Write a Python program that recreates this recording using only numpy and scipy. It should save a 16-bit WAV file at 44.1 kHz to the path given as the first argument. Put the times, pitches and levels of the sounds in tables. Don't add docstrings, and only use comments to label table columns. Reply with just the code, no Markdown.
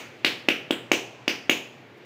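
import sys
import numpy as np
from scipy import signal
from scipy.fft import rfft, irfft
from scipy.io import wavfile
from scipy.ndimage import uniform_filter1d

SR = 44100
rng = np.random.default_rng(int(sys.argv[2]) if len(sys.argv) > 2 else 0)


def boost(x):
    u = np.asarray(x, float) / 20
    return 10 ** u


def inscribe(sig):
    pcm = np.round(np.clip(np.atleast_2d(sig).T, -1, 1) * 32767)
    wavfile.write(sys.argv[1], SR, pcm.astype(np.int16))


N = 90404
LEAD = SR // 5

# (frequency [Hz], level [dB per Hz])
HUSH_SPECTRUM = [(150, -6), (330, -0.5), (1300, -12), (2300, -9.5), (4000, -22), (6500, -31.5),
                 (9800, -44.5), (14500, -43)]
# (frequency [Hz], time to fall 60 dB [s])
ROOM_DECAY = [(100, 0.73), (260, 0.32), (700, .36), (1840, 0.32), (4850, 0.39), (12800, 0.27)]
# (frequency [Hz], level [dB])
ROOM_COLOUR = [(100, 5), (200, -2), (350, -4), (1000, 0.5), (2600, 3.5), (4200, -4), (7000, 12),
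               (14000, 11)]
# (frequency [Hz], level [dB], time to fall 60 dB [s])
ROOM_MODES = [(284.2, -41, 0.3), (390.5, -20, 0.29), (480.5, -25, 0.36), (720, -18, 0.24)]
# (delay [s], level [dB])
BOUNCES = [(.0035, -14), (.0118, -16), (.0178, -12), (.024, -17)]
# (time [s], thump [dB], air snap [dB], skin slap [dB], skin slap pitch [Hz])
PATS = [
    (-.09, -7, 1.5, -26, 6870),
    (0.2459, -15, -4.5, -10.5, 3890),
    (0.4852, -9, -2, -32, 6050),
    (0.7067, -9, -9.5, -30, 7450),
    (0.9157, -6.5, -2.5, -18, 6260),
    (1.2782, -13.5, -7, -16.5, 4960),
    (1.4950, -9, -1.5, -26, 6800),
]
# (pitch [Hz], width [Hz], share sent to the walls [dB], top crack [dB], low knock [dB])
POCKETS = [(2600, 1860, -4.5, -13.5, -5), (2500, 1220, 5, -26, -16), (2780, 930, 0, -23.5, -8.5),
           (3160, 1080, -1.5, -26.5, -10.5), (2623, 1200, 1, -20.5, -15.5), (2740, 1010, 2, -27, -14.5),
           (2700, 1040, 1, -17.5, -16.5)]
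# (skin slap width [Hz], thump pitch [Hz], length of the push [s], snap delay [s])
CONTACTS = [(1510, 276, 0.0011, 0.00063), (1800, 305, 0.0015, 0.0009), (1530, 292, 0.0016, 0.001372),
            (1530, 291, .0016, 0.002), (1910, 330, .0013, 0.000903), (1500, 287, 0.0015, 0.00091),
            (940, 295, 0.0014, 0.00078)]


def table(rows, hz):
    rows = np.array(rows, float)
    return np.interp(np.log(np.maximum(hz, 1)), np.log(rows[:, 0]), rows[:, 1])


def ring(x, hz, width_hz):
    return signal.lfilter(*signal.iirpeak(hz, hz / width_hz, fs=SR), x)


def peak1(x):
    return x / np.abs(x).max()


def walk(rate):
    k = int(SR / rate)
    w = rng.standard_normal(N + 2 * k)
    w = uniform_filter1d(uniform_filter1d(w, k), k)[k:N + k]
    return (w - w.mean()) / w.std()


def hush():
    level_db, sink_db_per_s, flicker_db = -47.5, -0.7, 1.2
    hz = np.arange(N // 2 + 1) * SR / N
    air = 0
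    for lo in 75 * 2 ** np.arange(8):
        octave = boost(table(HUSH_SPECTRUM, hz)) * (hz >= lo) * (hz < 2 * lo)
        band = irfft(rfft(rng.standard_normal(N)) * octave, N)
        air = air + boost(flicker_db * walk(7)) * band
    return boost(level_db + sink_db_per_s * np.arange(N) / SR) * air / air.std()


def motor_rumble():
    rumble_hz, width_hz, level_db = 121, 30, -56
    rumble = ring(rng.standard_normal(N), rumble_hz, width_hz)
    rumble = ring(rumble, rumble_hz, width_hz)
    return boost(level_db) * rumble / rumble.std()


def rustle():
    time_s, length_s, level_db = 1.98, 0.012, -69.5
    swell = np.exp(-((np.arange(N) / SR - time_s) / length_s) ** 2)
    brush = ring(rng.standard_normal(N), 13000, 5600) * swell
    return boost(level_db) * brush


def room():
    late_db, late_stretch = -26.5, 3.56
    start_s, rise_s = .0055, .004
    t = np.arange(SR) / SR
    tail = 0
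    for hz in 80 * 2 ** (np.arange(24) / 3):
        t60 = table(ROOM_DECAY, hz)
        band = ring(rng.standard_normal(len(t)), hz, hz / 4) / np.sqrt(np.pi / 2)
        fade = boost(-60 * t / t60) + boost(late_db - 60 * t / t60 / late_stretch)
        tail = tail + boost(table(ROOM_COLOUR, hz)) * band * fade
    for hz, db, t60 in ROOM_MODES:
        tail = tail + boost(db - 60 * t / t60) * np.sin(2 * np.pi * hz * t)
    rise = 1 - np.exp(-np.maximum(t - start_s, 0) / rise_s)
    return tail * rise / np.sqrt(SR / 100)


def dough_thump(t, thump_hz, push_s):
    width_hz, upper_hz, upper_db = 147, 574, -26.5
    push = np.diff(-np.sin(np.pi * np.clip(t / push_s, 0, 1)) ** 2, prepend=0)
    upper = boost(upper_db) * ring(push, upper_hz, width_hz)
    return peak1(ring(push, thump_hz, width_hz) + upper)


def air_swell(late, fall_s):
    return (1 - np.exp(-late / .0002)) * np.exp(-late / fall_s)


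def air_burst(late, late_s, noise):
    burst = boost(-22) * noise * air_swell(late, .0006)
    burst[int(late_s * SR)] += 1
    return burst


def struck(burst, hz, width_hz):
    return peak1(ring(ring(burst, hz, width_hz), hz, 1.5 * width_hz))


def pocket_glide(late, pocket_hz):
    glide, glide_s, top, ring_s = 0.65, 0.0009, 1.275, 0.00082
    turns = top * pocket_hz * (late - glide * glide_s * (1 - np.exp(-late / glide_s)))
    soft_start = 1 - np.exp(-late / 0.00028)
    return peak1(np.sin(2 * np.pi * turns) * air_swell(late, ring_s) * soft_start)


def finger_scatter(t, noise):
    late_s, fall_s = .0018, .0022
    spray = noise[::-1] * (t / late_s) ** 2 * np.exp(-t / fall_s * 2)
    return spray / np.sqrt(np.sum(spray ** 2))


def pat(levels, pocket, contact, noise):
    thump_db, snap_db, skin_db, skin_hz = levels
    pocket_hz, pocket_width_hz, air_db, knock_db = pocket
    skin_width_hz, thump_hz, push_s, late_s = contact
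    t = np.arange(len(noise)) / SR
    late = np.maximum(t - late_s, 0)
    burst = air_burst(late, late_s, noise)

    knock = boost(knock_db) * struck(burst, 1500, 1540)
    low = boost(thump_db) * dough_thump(t, thump_hz, push_s) - knock
    crack = boost(air_db) * struck(burst, 15400, 5700)
    slap = boost(skin_db) * struck(burst, skin_hz, skin_width_hz)
    high = crack - slap
    pop = boost(snap_db) * struck(burst, pocket_hz, pocket_width_hz)
    glide = boost(snap_db) * pocket_glide(late, pocket_hz)

    spray = finger_scatter(t, noise)
    pop_spray = boost(-3) * np.convolve(pop, spray)[:len(t)]
    high_spray = boost(4.5) * np.convolve(high, spray)[:len(t)]
    tick = boost(-12) * high
    near = low + glide + pop_spray + tick + high_spray
    return near, low + high + pop


def scene():
    room_db = -8
    near, sent = np.zeros(N + 2 * LEAD), np.zeros(N + 2 * LEAD)
    noises = rng.standard_normal((len(PATS), 1500))
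    for (s, *levels), pocket_row, contact, noise in zip(PATS, POCKETS, CONTACTS, noises):
        hz, width_hz, send_db, air_db, knock_db = pocket_row
        close, far = pat(levels, (hz, width_hz, air_db, knock_db), contact, noise)
        i = LEAD + int(s * SR)
        near[i:i + len(close)] += close
        sent[i:i + len(far)] += far * boost(send_db)
    heard = near + boost(room_db) * signal.fftconvolve(sent, room())[:len(near)]
    for lag, db in BOUNCES:
        heard = heard + boost(db) * np.roll(near, int(lag * SR))
    return (heard[LEAD:LEAD + N] + hush() + motor_rumble() + rustle())[None]


def band_limit(x):
    return signal.sosfilt(signal.butter(12, 16520, fs=SR, output="sos"), x)


def record(dry):
    low_cut_hz, top_hz = 105, 15550
    rounding, lopsided = 1.1, .025
    x = signal.sosfilt(signal.butter(4, low_cut_hz, "high", fs=SR, output="sos"), dry)
    x = np.tanh(rounding * x) / rounding + lopsided * x ** 2
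    x = signal.sosfilt(signal.ellip(8, .3, 40, top_hz, fs=SR, output="sos"), x)
    return band_limit(x)


dry = scene()
out = record(dry)
inscribe(out)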